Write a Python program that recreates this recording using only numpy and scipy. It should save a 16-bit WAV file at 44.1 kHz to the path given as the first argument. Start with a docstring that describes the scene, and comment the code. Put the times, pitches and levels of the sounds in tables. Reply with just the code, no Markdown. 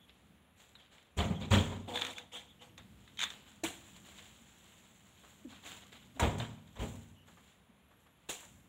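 """Loading palm fruit bunches into a steel truck box

Heavy bunches thud and crunch as decaying tones, box modes and crackling grains; each blow sets the box booming.
A steel pole stabs (torn fibres), clacks (damped modes), scrapes and squeaks (stick-slip); hollow bumps sag in pitch.
Boots, fronds and dry stalks rustle and snap as coloured grains and noise, with dull knocks between.
Behind lie still air, a low rumble and thin insect bands; a close wall echo and a late tail add the place."""
import sys
import numpy as np
from scipy import signal
from scipy.fft import rfft, irfft, next_fast_len
from scipy.io import wavfile
from scipy.ndimage import uniform_filter1d, map_coordinates

SR = 44100
rng = np.random.default_rng(int(sys.argv[2]) if len(sys.argv) > 2 else 0)


def store_pcm(level_fs):
    """Save levels as 16-bit WAV."""
    pcm = np.round(np.clip(level_fs, -1, 1) * 32767).astype(np.int16)
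    wavfile.write(sys.argv[1], SR, np.atleast_2d(pcm).T)


N = 383065
T = np.arange(N) / SR  # time axis of the scene, s
HIT = T[:3 * SR // 2]  # time axis of one contact, s

# spectrum of dry spines snapping: freq_hz, level_db
SPINES = [(2940, -42), (5000, -13.5), (5190, -14), (7200, 2.5), (7580, -1), (9560, -17), (12900, -21),
          (14900, -17), (15500, -18)]
# spectrum of scuffed litter and cracking stalks: freq_hz, level_db
SCUFF = [(180, -11), (300, -2.5), (459, -3.5), (775, -2), (1340, -3.5), (2550, -1.5), (3180, 1.5),
         (3860, -1.5), (4930, -15.5), (5500, -16.5), (7150, -48), (12100, -120)]
# spectrum of splintering twigs and stalks: freq_hz, level_db
SPLINTER = [(4000, -9.5), (5200, -10.5), (7300, 5.5), (9500, -10.5), (15000, -16)]


def amp(db):
    """Level law: decibels to amplitude gain."""
    return 10 ** (np.asarray(db) / 20)


def unit(x):
    """Normalisation: scale to rms 1."""
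    return x / np.sqrt(np.mean(x ** 2) + 1e-20)


def along(points, hz):
    """Interpolation of (freq_hz, value) points on a logarithmic frequency axis."""
    f, v = np.transpose(points)
    return np.interp(np.log(hz + 1), np.log(np.abs(f) + 1), v)


def wobble(rate):
    """Slow random modulation: a smooth curve through rate random knots a second."""
    return map_coordinates(rng.standard_normal(1024), [T * rate], mode="wrap")


def filtered(x, response):
    """Linear filtering: the spectrum of x times a response of frequency."""
    m = next_fast_len(len(x) + 8192)
    spectrum = rfft(x, m) * response(np.fft.rfftfreq(m, 1 / SR))
    return irfft(spectrum, m)[:len(x)]


def colour(x, spectrum):
    """Spectral shaping: x weighted by a table of levels, at rms 1."""
    return unit(filtered(x, lambda hz: amp(along(spectrum, hz))))


def noise():
    """White noise as long as one contact."""
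    return rng.standard_normal(len(HIT))


def grains(size, rate, spread_db):
    """Shot noise: tiny snaps of uneven strength at random moments, rate a second."""
    strength = amp(spread_db * np.clip(rng.standard_normal(size), -2, 2))
    return unit((rng.random(size) < rate / SR) * strength * rng.standard_normal(size))


def lumpy(x, depth_db):
    """Fracture has local pitch: random time-frequency patches stand out of the crackle."""
    z = signal.stft(x, nperseg=256)[2]
    field = uniform_filter1d(rng.standard_normal(z.shape), size=3, axis=0)
    field = uniform_filter1d(field, size=4, axis=1)
    return unit(signal.istft(z * amp(depth_db * unit(field)), nperseg=256)[1][:len(x)])


def swell(rise, t60):
    """Contact law: force builds up over the rise, then decays by 60 dB in t60."""
    build_up = np.sin(np.pi / 2 * np.minimum(HIT / rise, 1)) ** 2
    return build_up * amp(-60 * np.maximum(HIT - rise, 0) / t60)


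def held(s, length, attack, t60):
    """Sustained excitation: a movement starts at s, holds until s + length, then decays."""
    build_up = np.sin(np.pi / 2 * np.clip((T - s) / attack, 0, 1)) ** 2
    return build_up * np.exp(-np.log(1000) * np.maximum(T - s - length, 0) / t60)


def dying(x, decays):
    """Frequency-dependent damping: each frequency of x decays with its own t60."""
    hz, t, z = signal.stft(x, SR, nperseg=256)
    loss = amp(-60 * t / along(decays, hz)[:, None])
    return signal.istft(z * loss, SR, nperseg=256)[1][:len(x)]


def ring(modes, rise, vary_db, size):
    """Modal synthesis: damped sines struck at new strengths and phases, starting near rms 1."""
    hz, db, t60 = np.transpose(modes)[:, :, None]
    t = HIT[:size]
    gain = amp(db + vary_db * rng.standard_normal(hz.shape))
    decay = np.exp(-np.log(1000) * np.maximum(t - rise, 0) / t60)
    waves = np.sin(2 * np.pi * (hz * t + rng.random(hz.shape))) * decay
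    return (gain * waves).sum(0) / np.sqrt(np.sum(gain ** 2) / 2) * np.minimum(t / rise, 1)


def add(track, s, sound):
    """Superposition: mix a sound into the track at s seconds."""
    part = track[max(round(s * SR), 0):][:len(sound)]
    part += sound[:len(part)]


def landings():
    """Impact on a soft load: the load bounces, the box rings in its modes, fruit and spines fracture."""
    # bunches landing and tumbling: start_s, squash_s, settled_bounce_hz, bounce_db, box_db, rim_db, crunch_db
    impacts = [(1.165, 0.043, 75.4, -30.5, -29, -39.5, -38.5), (1.295, .015, 167.3, -32, -44, -65, -62),
               (1.395, 0.034, 105, -56, -43, -60, -49.5), (1.503, 0.017, 94, -26, -35.5, -36, -35),
               (1.521, 0.016, 196, -28.5, -29.5, -35, -31), (1.689, 0.039, 215, -52, -44.5, -51.5, -55.5),
               (6.147, 0.022, 255, -53.5, -56.5, -66, -60), (6.195, 0.002, 61, -62, -49, -31, -38),
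               (6.214, 0.0184, 69, -25.5, -30.5, -34, -39.5), (6.383, .027, 114.7, -39, -47.5, -48, -45),
               (6.752, 0.015, 58, -62, -61, -56.5, -57.5), (6.783, 0.026, 56, -40, -37.5, -49, -61),
               (6.883, .02, 111.5, -48, -60, -71, -78)]
    # strong modes of the steel box: freq_hz, level_db, t60_s
    box_modes = [(53, -1.5, 0.17), (70, 2, 0.22), (94, -2, 1.4), (107.5, 0, 0.91), (118.7, -1.5, 0.62),
                 (152.4, 0, 0.94), (169.8, -9, 1.23), (193.5, 1.5, 0.9), (210, 1.5, 0.37), (230, -4, 0.97),
                 (255.2, -6, 0.85), (308, -16, 0.89), (360, -10, 0.29), (421, -4, 0.39), (443, -21, 0.5),
                 (536.6, -4, 0.36), (639, -6.5, 0.27), (695, -9, 0.22), (813, -4.5, 0.32), (926, -25, 0.93),
                 (1000, -7, 0.19), (1220, -12, 0.4)]
    # spectrum of the thin wall panels: freq_hz, level_db
    panel_spectrum = [(35, -40), (60, 10), (110, 8), (145, -19), (200, 1.5), (280, -4.5), (450, -3),
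                      (900, -17), (1400, -26.5), (2500, -15), (5000, -41)]
    # damping of the panels: freq_hz, t60_s
    panel_decay = [(55, 0.25), (110, 0.65), (200, 0.6), (450, 0.38), (1000, 0.64), (3000, 0.2)]
    # spectrum of the knocked rim: freq_hz, level_db
    rim_spectrum = [(300, -12.5), (520, -7.5), (700, -0.5), (860, -6), (965, 5.5), (1050, -9), (1160, -4.5),
                    (1290, -7), (1450, -11), (2200, -10.5), (4000, -39)]
    # spectrum of crushed fruit: freq_hz, level_db
    crunch_spectrum = [(650, -6), (1100, -5.5), (1410, -7), (2030, -9), (2380, -8), (2710, -9),
                       (3280, -2.5), (3760, -8), (4310, -16), (5200, -27), (6760, -44), (11400, -120)]
    out = np.zeros(N)
    for s, rise, hz, bounce_db, box_db, rim_db, crunch_db in impacts:
        # the bounce sinks in pitch while the soft load gives way
        sag = 1 + 0.18 * np.exp(-HIT / 0.017)
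        bounce = np.sqrt(2) * np.sin(2 * np.pi * np.cumsum(hz * sag) / SR) * swell(rise, t60=0.26)

        modes = amp(-2.5) * ring(box_modes, rise, vary_db=1.5, size=len(HIT))
        # between the strong modes lie the crowded ones of the thin wall panels
        panels = amp(2.5) * dying(colour(noise(), panel_spectrum), panel_decay) * np.minimum(HIT / rise, 1)
        # the knobbly bunch rocks on the load, so the ringing comes in lumps
        rocking = amp(2 * unit(filtered(noise(), lambda f: np.exp(-(f / 30) ** 2))))
        box = rocking * (modes + panels)
        rim = colour(noise(), rim_spectrum) * swell(rise, t60=0.31)

        # the first crush is followed by loose fruit settling
        crush = swell(rise, t60=0.27) + amp(-15.5) * swell(rise, t60=0.83)
        fruit = lumpy(grains(len(HIT), rate=4400, spread_db=-3), depth_db=4.0)
        crunch = colour(fruit, crunch_spectrum) * crush
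        # the spines stick out, so they build up sooner
        snapping = lumpy(grains(len(HIT), rate=7200, spread_db=0), depth_db=-4.0)
        spines = amp(-11.5) * colour(snapping, SPINES) * swell(0.29 * rise, t60=0.55)

        add(out, s, amp(bounce_db) * bounce + amp(box_db) * box)
        add(out, s, amp(rim_db) * rim + amp(crunch_db) * (crunch + spines))
    return out


def stabs():
    """Penetration: the spike tears spines and wet fibres; bunch and stalk knock as damped resonators."""
    # the spike driven into a bunch: start_s, squash_s, tear_db, spine_db, thump_db,
    # bunch_hz, bunch_db, stalk_hz, stalk_db
    thrusts = [(3.633, 0.0062, -37.5, -45.5, -39, 326, -36.5, 650, -41),
               (8.287, 0.008, -40.5, -43.5, -44, 287, -50, 880, -46)]
    # spectrum of tearing fibres: freq_hz, level_db
    tear_spectrum = [(410, -16), (700, 4), (1370, -2), (1850, 2), (2030, -0.5), (2190, 2), (2840, 5),
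                     (4030, 1.5), (5150, -20), (6590, -6), (7400, 0), (9350, -8.5), (15500, -18)]
    # spectrum of the dull blow: freq_hz, level_db
    thump_spectrum = [(35, -6), (70, 0), (150, -0.5), (310, 4), (480, 3.5), (700, -12), (1200, -5),
                      (3000, -32)]
    out = np.zeros(N)
    for s, rise, tear_db, spine_db, thump_db, bunch_hz, bunch_db, stalk_hz, stalk_db in thrusts:
        give = swell(rise, t60=0.26) + amp(-16.0) * swell(rise, t60=0.57)
        fibres = lumpy(grains(len(HIT), rate=8000, spread_db=2.5), depth_db=-3.0)
        tear = colour(fibres, tear_spectrum) * give
        spines = colour(grains(len(HIT), rate=5700, spread_db=5), SPINES) * give
        thump = colour(noise(), thump_spectrum) * swell(rise, t60=0.19)
        bunch = np.sqrt(2) * np.sin(2 * np.pi * bunch_hz * HIT) * swell(rise, t60=0.11)
        stalk = np.sqrt(2) * np.sin(2 * np.pi * stalk_hz * HIT) * swell(rise, t60=0.033)
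        add(out, s, amp(tear_db) * tear + amp(spine_db) * spines + amp(thump_db) * thump)
        add(out, s, amp(bunch_db) * bunch + amp(stalk_db) * stalk)
    return out


def chatter(count):
    """Repeated contact at geometrically shrinking gaps, ever harder: start_s, level_db, tick_db."""
    start_s, gap_s, shrink = 3.191, 0.0125, 0.85
    level_db, growth_db, tick_db = -25, 1, -4.5
    return [(start_s + gap_s * np.sum(shrink ** np.arange(k)), level_db + k * growth_db, tick_db)
            for k in range(count)]


def clacks():
    """Hard impact: a very short contact excites the modes of the pole; the hands damp it."""
    # single contacts of the pole: start_s, level_db, tick_db (both before the trims below)
    contacts = [(0.7537, -44.5, -25), (0.9817, -46.5, -22), (1.1893, -28, -22), (1.4148, -38.5, -34),
                (1.957, -24, -19), (1.9734, -24, -27), (2.0140, -24, -4), (2.0195, -20.5, -22),
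                (2.0494, -25.5, -6), (2.0663, -32, -0.5), (2.1822, -31, -3.5), (2.7786, -36.5, -3),
                (3.0769, -42.5, -16), (3.1724, -39, -5), (3.3032, -34, -1), (6.401, -31.5, -24)]
    # modes of the steel pole: freq_hz, level_db, t60_s
    pole_modes = [(1430, -28, .03), (1830, -9, .035), (2400, 0, 0.024), (2500, 1, .03), (3020, -2.5, .04),
                  (3420, -8, 0.084), (3560, 13.5, 0.057), (3740, -7, 0.058), (4030, -19, .035)]
    # spectrum of the crack: freq_hz, level_db
    crack_spectrum = [(300, -38), (900, -10), (1800, -0.5), (3000, -5.5), (3700, 4.5), (4400, -16.5),
                      (6000, -30.5)]
    # spectrum of the bright tick: freq_hz, level_db
    tick_spectrum = [(4000, -23), (5200, -7), (6700, 7.5), (7600, -1), (9000, -11), (15000, -24)]
    out, size = np.zeros(N), SR // 4
    for s, db, tick_db in contacts + chatter(count=6):
        steel = amp(-8) * ring(pole_modes, rise=0.00019, vary_db=7.5, size=size)
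        crack = amp(-2.5) * colour(rng.standard_normal(size), crack_spectrum) * swell(0.00075, t60=0.02)[:size]
        tick = colour(rng.standard_normal(size), tick_spectrum) * swell(0.00027, t60=0.04)[:size]
        tick *= amp(tick_db - 8.5)
        # the pole keeps moving, so every contact scatters differently off the truck
        scatter = amp(-17) * colour(rng.standard_normal(size), crack_spectrum) * swell(0.015, t60=0.17)[:size]
        add(out, s, amp(db - 5.5) * (steel + crack + tick + scatter))
    return out


def drag():
    """Stick-slip friction: grains of slip excite low resonances under a grainy rasp."""
    # strokes of the sliding pole: start_s, length_s, groan_db, rasp_db
    strokes = [(1.867, 0.066, -43.5, -52), (1.932, 0.18, -53, -49.5), (2.161, 0.027, -59, -61.5),
               (2.313, 0.066, -57.5, -52), (2.599, 0.034, -60, -58.5)]
    # groaning resonances: freq_hz, width_hz, level_db
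    groan_modes = [(262, 38, -4.5), (493, 10.7, 3), (551, 20, -6.5), (637, 26, -5), (717, 15, -5),
                   (831, 22, -2.5), (922, 26, -4.5), (946, 77, -9)]
    # spectrum of the rasp: freq_hz, level_db
    rasp_spectrum = [(590, -28), (1000, -1.5), (1500, -6), (2600, -2.5), (3050, -0.5), (3450, 2),
                     (3800, -4), (5100, -19.5), (7100, -6.5), (9000, -17), (12500, -24.5), (15500, -25)]

    def body(f):
        """Sum of second-order resonances with alternating sign."""
        return sum((-1) ** k * amp(db) * 1j * f * width / (hz * hz - f * f + 1j * f * width)
                   for k, (hz, width, db) in enumerate(groan_modes))

    groan = unit(filtered(grains(N, rate=620, spread_db=0.5), body))
    rasp = colour(lumpy(grains(N, rate=8400, spread_db=-1.5), depth_db=3.5), rasp_spectrum)
    out = np.zeros(N)
    for s, length, groan_db, rasp_db in strokes:
        stroke = held(s, length, attack=0.022, t60=0.31)
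        out += stroke * (amp(groan_db) * groan + amp(rasp_db) * rasp)
    return out


def squeaks():
    """Fast stick-slip: a frequency-jittered tone with a weak octave makes a rough whistle."""
    # the pole squeaking as it slides: start_s, length_s, pitch_hz, level_db
    whistles = [(0.0, 0.059, 3350, -67), (0.752, 0.011, 3790, -55.5), (0.778, .06, 3280, -65),
                (1.343, 0.046, 3314, -56), (1.935, 0.072, 3504, -43.5), (2.16, 0.039, 3470, -48.5),
                (2.322, 0.075, 3305, -49.5), (2.479, 0.053, 3410, -63.5), (2.59, .05, 3010, -63.5),
                (3.178, 0.048, 3200, -45.5), (6.794, 0.045, 3130, -55), (7.145, 0.11, 2970, -70)]
    out = np.zeros(N)
    for s, length, hz, db in whistles:
        jitter = unit(filtered(noise(), lambda f: np.exp(-(f / 250) ** 2)))
        phase = 2 * np.pi * np.cumsum(hz * (1 + 0.0404 * jitter)) / SR
        stroke = np.sqrt(np.abs(np.sin(np.pi * np.minimum(HIT / length, 1))))
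        tone = np.sin(phase) + amp(-19.5) * np.sin(2 * phase)
        add(out, s, amp(db) * np.sqrt(2) * stroke * tone)
    return out


def bumps():
    """Hollow resonance: a damped tone with a weak octave sags in pitch as it dies."""
    # hollow bumps, perhaps of the pole against the truck: start_s, reference_hz, level_db
    hollow_notes = [(4.405, 255, -56), (5.445, 320, -41.5), (7.688, 246, -57.5)]
    out = np.zeros(N)
    for s, hz, db in hollow_notes:
        # from 1.092 down to 0.642 of the reference
        sag = 0.642 + 0.45 * np.exp(-HIT / 0.0192)
        phase = 2 * np.pi * np.cumsum(hz * sag) / SR
        tone = np.sin(phase) + amp(-20.5) * np.sin(2 * phase)
        add(out, s, amp(db) * np.sqrt(2) * tone * swell(0.012, t60=0.11))
    return out


def rustle():
    """Granular friction: boots, a carried bunch and stirring fronds add in power as scuff and crackle."""
    # boots pushing through the litter: start_s, rise_s, scuff_db, fibre_db
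    steps = [(0.04, 0.056, -70, -93), (0.55, .06, -64, -66.5), (0.76, .05, -65.5, -80),
             (0.9, 0.035, -62, -71), (2.768, 0.013, -65.5, -77), (3.22, 0.036, -54.5, -58.5),
             (3.295, 0.018, -56, -67), (3.44, 0.053, -63.5, -66.5), (4.039, 0.031, -58, -61.5),
             (4.17, 0.015, -57, -65), (4.6, 0.1, -67.5, -72), (5.26, 0.042, -66.5, -65.5),
             (5.47, 0.048, -57.5, -65.5), (5.61, 0.067, -49, -54), (5.916, 0.0069, -57, -66),
             (6.66, 0.012, -70, -75), (6.779, 0.032, -53, -55.5), (6.87, 0.018, -77, -59.5),
             (7.25, 0.039, -67, -68.5), (7.88, 0.045, -82, -83), (7.98, 0.028, -77, -77),
             (8.38, 0.026, -64, -58.5)]
    # spectrum of dry fibres: freq_hz, level_db
    fibre_spectrum = [(2940, -26), (5000, -24), (5500, -13), (7200, 3), (9040, -11.5), (12200, -14.5),
                      (14900, -17), (15500, -10)]
    moves = [(held(s, rise, rise, t60=0.73), scuff_db, fibre_db) for s, rise, scuff_db, fibre_db in steps]

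    # the speared bunch rustles while it is hoisted, less as it settles on the spike
    carry_start_s, settle_db_per_s = 3.7, 5
    carry = held(carry_start_s, length=2.62, attack=0.043, t60=0.5) * amp(-settle_db_per_s * (T - carry_start_s))
    moves.append((carry, -63.5, -64.5))
    # fronds stir all the while
    moves.append((amp(6 * wobble(5.1)), -82, -86))

    # separate movements add in power
    scuff = np.sqrt(sum((amp(db) * shape) ** 2 for shape, db, _ in moves))
    fibre = np.sqrt(sum((amp(db) * shape) ** 2 for shape, _, db in moves))
    low = scuff * colour(lumpy(grains(N, rate=7000, spread_db=1), depth_db=1.5), SCUFF)
    high = fibre * colour(lumpy(grains(N, rate=8000, spread_db=-0.5), depth_db=1.5), fibre_spectrum)
    clumps = unit(amp(0.74 * wobble(45)))
    # sparse stray twigs tick, relative to the crackle of the fibres
    twigs = amp(-13.5) * fibre * colour(grains(N, rate=14, spread_db=1.5), SPLINTER)
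    return clumps * (low + high) + twigs


def snaps():
    """Brittle fracture: dry stalks and spines give way with a short crack and a bright splintering."""
    # snaps: start_s, level_db (before the trim below), tick_db (relative to the crack)
    fractures = [(0.094, -44, -30), (0.602, -50, -6), (3.963, -42.5, -3.5), (4.087, -44, -16),
                 (4.184, -42, -18), (5.926, -40, -11), (6.199, -31.5, 7), (6.383, -37.5, 0),
                 (6.676, -51.5, -9), (6.955, -51.5, 5.5), (8.067, -54, -18)]
    out = np.zeros(N)
    for s, db, tick_db in fractures:
        crack = colour(noise(), SCUFF) * swell(0.00087, t60=0.048)
        tick = amp(tick_db) * colour(noise(), SPLINTER) * swell(0.0004, t60=0.061)
        add(out, s, amp(db - 11) * (crack + tick))
    return out


def knocks():
    """Damped impact: soft contacts give enveloped noise with no ring."""
    # dull knocks of tools and boots against bunches: start_s, level_db
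    dull_contacts = [(2.775, -58.5), (5.233, -59.5), (5.52, -59), (7.275, -61), (7.368, -61), (7.905, -65),
                     (8.06, -66), (8.425, -57.5)]
    # spectrum of a dull knock: freq_hz, level_db
    knock_spectrum = [(150, -15), (350, -4), (800, -1), (1700, -3.5), (2600, -13), (4500, -24), (8000, -40)]
    out = np.zeros(N)
    for s, db in dull_contacts:
        add(out, s, amp(db) * colour(noise(), knock_spectrum) * swell(0.0066, t60=0.19))
    return out


def truck_side(x):
    """Early reflection: the ribbed wall of the box throws back a close, scattered echo."""
    t = T[:SR // 8]
    echo = rng.standard_normal(len(t)) * amp(-60 * t / 0.08) * np.minimum(t / 0.0039, 1)
    return signal.fftconvolve(x, echo / np.linalg.norm(echo))[:N]


def grove(x):
    """Diffuse reverberation: trunks and fronds scatter a thin, late tail."""
    # damping of the tail: freq_hz, t60_s
    tail_decay = [(60, 0.56), (150, 0.71), (1000, 0.57), (3500, 0.5), (12000, 0.41)]
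    tail = dying(rng.standard_normal(SR), tail_decay) * np.minimum(T[:SR] / 0.015, 1)
    return signal.fftconvolve(x, tail / np.linalg.norm(tail))[:N]


def insects():
    """Amplitude modulation: noise times a swaying carrier makes thin bands, louder as they rise."""
    # bands: start_s, end_s, centre_hz, width_hz, level_db, pitch_swing_hz
    bands = [(0, 8.69, 11230, 330, -83, 250.4), (0, 0.56, 9820, 200, -84.5, 30),
             (7.3, 8.69, 9700, 214, -88, 30)]
    cycle_s, swell_db = 0.667, 2.5
    out = np.zeros(N)
    for start, end, hz, width_hz, db, swing_hz in bands:
        effort = np.tanh(2 * np.cos(2 * np.pi * T / cycle_s) + 0.5 * wobble(4))
        buzz = unit(filtered(rng.standard_normal(N), lambda f: np.exp(-(f / width_hz) ** 2)))
        gate = np.clip(np.minimum(T - start, end - T) / 0.05 + 1, 0, 1)
        # more effort is higher and louder
        carrier = np.sin(2 * np.pi * np.cumsum(hz + swing_hz * effort) / SR)
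        out += gate * amp(db) * buzz * amp(swell_db * effort) * carrier
    return out


def plantation():
    """Stationary and slowly modulated noise: still air, faint hiss, a restless rumble, and insects."""
    # spectrum of the air: freq_hz, level_db
    air_spectrum = [(15, -39), (25, -38), (64, 6), (124, -3), (188, 1), (332, -7.5), (517, -7), (1690, -12),
                    (3360, -14), (3710, -16.5), (4980, -35), (7040, -26.5), (9000, -51), (11700, -63),
                    (19800, -120)]
    # low rumble around the truck: time_s, level_db (before the trim and wobble below)
    rumble_levels = [(0, -68.5), (1.1, -72), (2.6, -63.5), (2.9, -61), (3.5, -60), (4.8, -69), (5.7, -61.5),
                     (7.15, -60.5), (7.6, -68.5), (8.25, -74.5), (8.5, -59.5), (8.69, -66.5)]
    # spectrum of the rumble: freq_hz, level_db
    rumble_spectrum = [(35, -31), (62, 0.5), (110, -2.5), (160, -4), (205, 2), (260, -8), (360, -14.5),
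                       (700, -38)]
    air = amp(-68.5) * colour(rng.standard_normal(N), air_spectrum)
    hiss = amp(-85.0) * colour(rng.standard_normal(N), [(5000, -40), (9000, 12), (15000, 6.5)])
    rumble_db = np.interp(T, *np.transpose(rumble_levels)) + 2.3 * wobble(6.4) - 1.5
    rumble = amp(rumble_db) * colour(rng.standard_normal(N), rumble_spectrum)
    return air + hiss + rumble + insects()


def scene():
    """Superposition of the work, its echoes and the surroundings, in one channel."""
    heavy = landings()
    pole = stabs() + drag() + squeaks() + bumps()
    echoes = amp(-11.0) * truck_side(pole) + grove(amp(-12.5) * heavy + amp(-15.5) * pole)
    return (heavy + pole + clacks() + echoes + rustle() + snaps() + knocks() + plantation())[None]


def record(dry):
    """Band limitation: the recorder keeps nothing above its upper limit."""
    top_hz = 15750
    return np.array([filtered(channel, lambda hz: hz < top_hz) for channel in dry])


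dry = scene()
out = record(dry)
store_pcm(out)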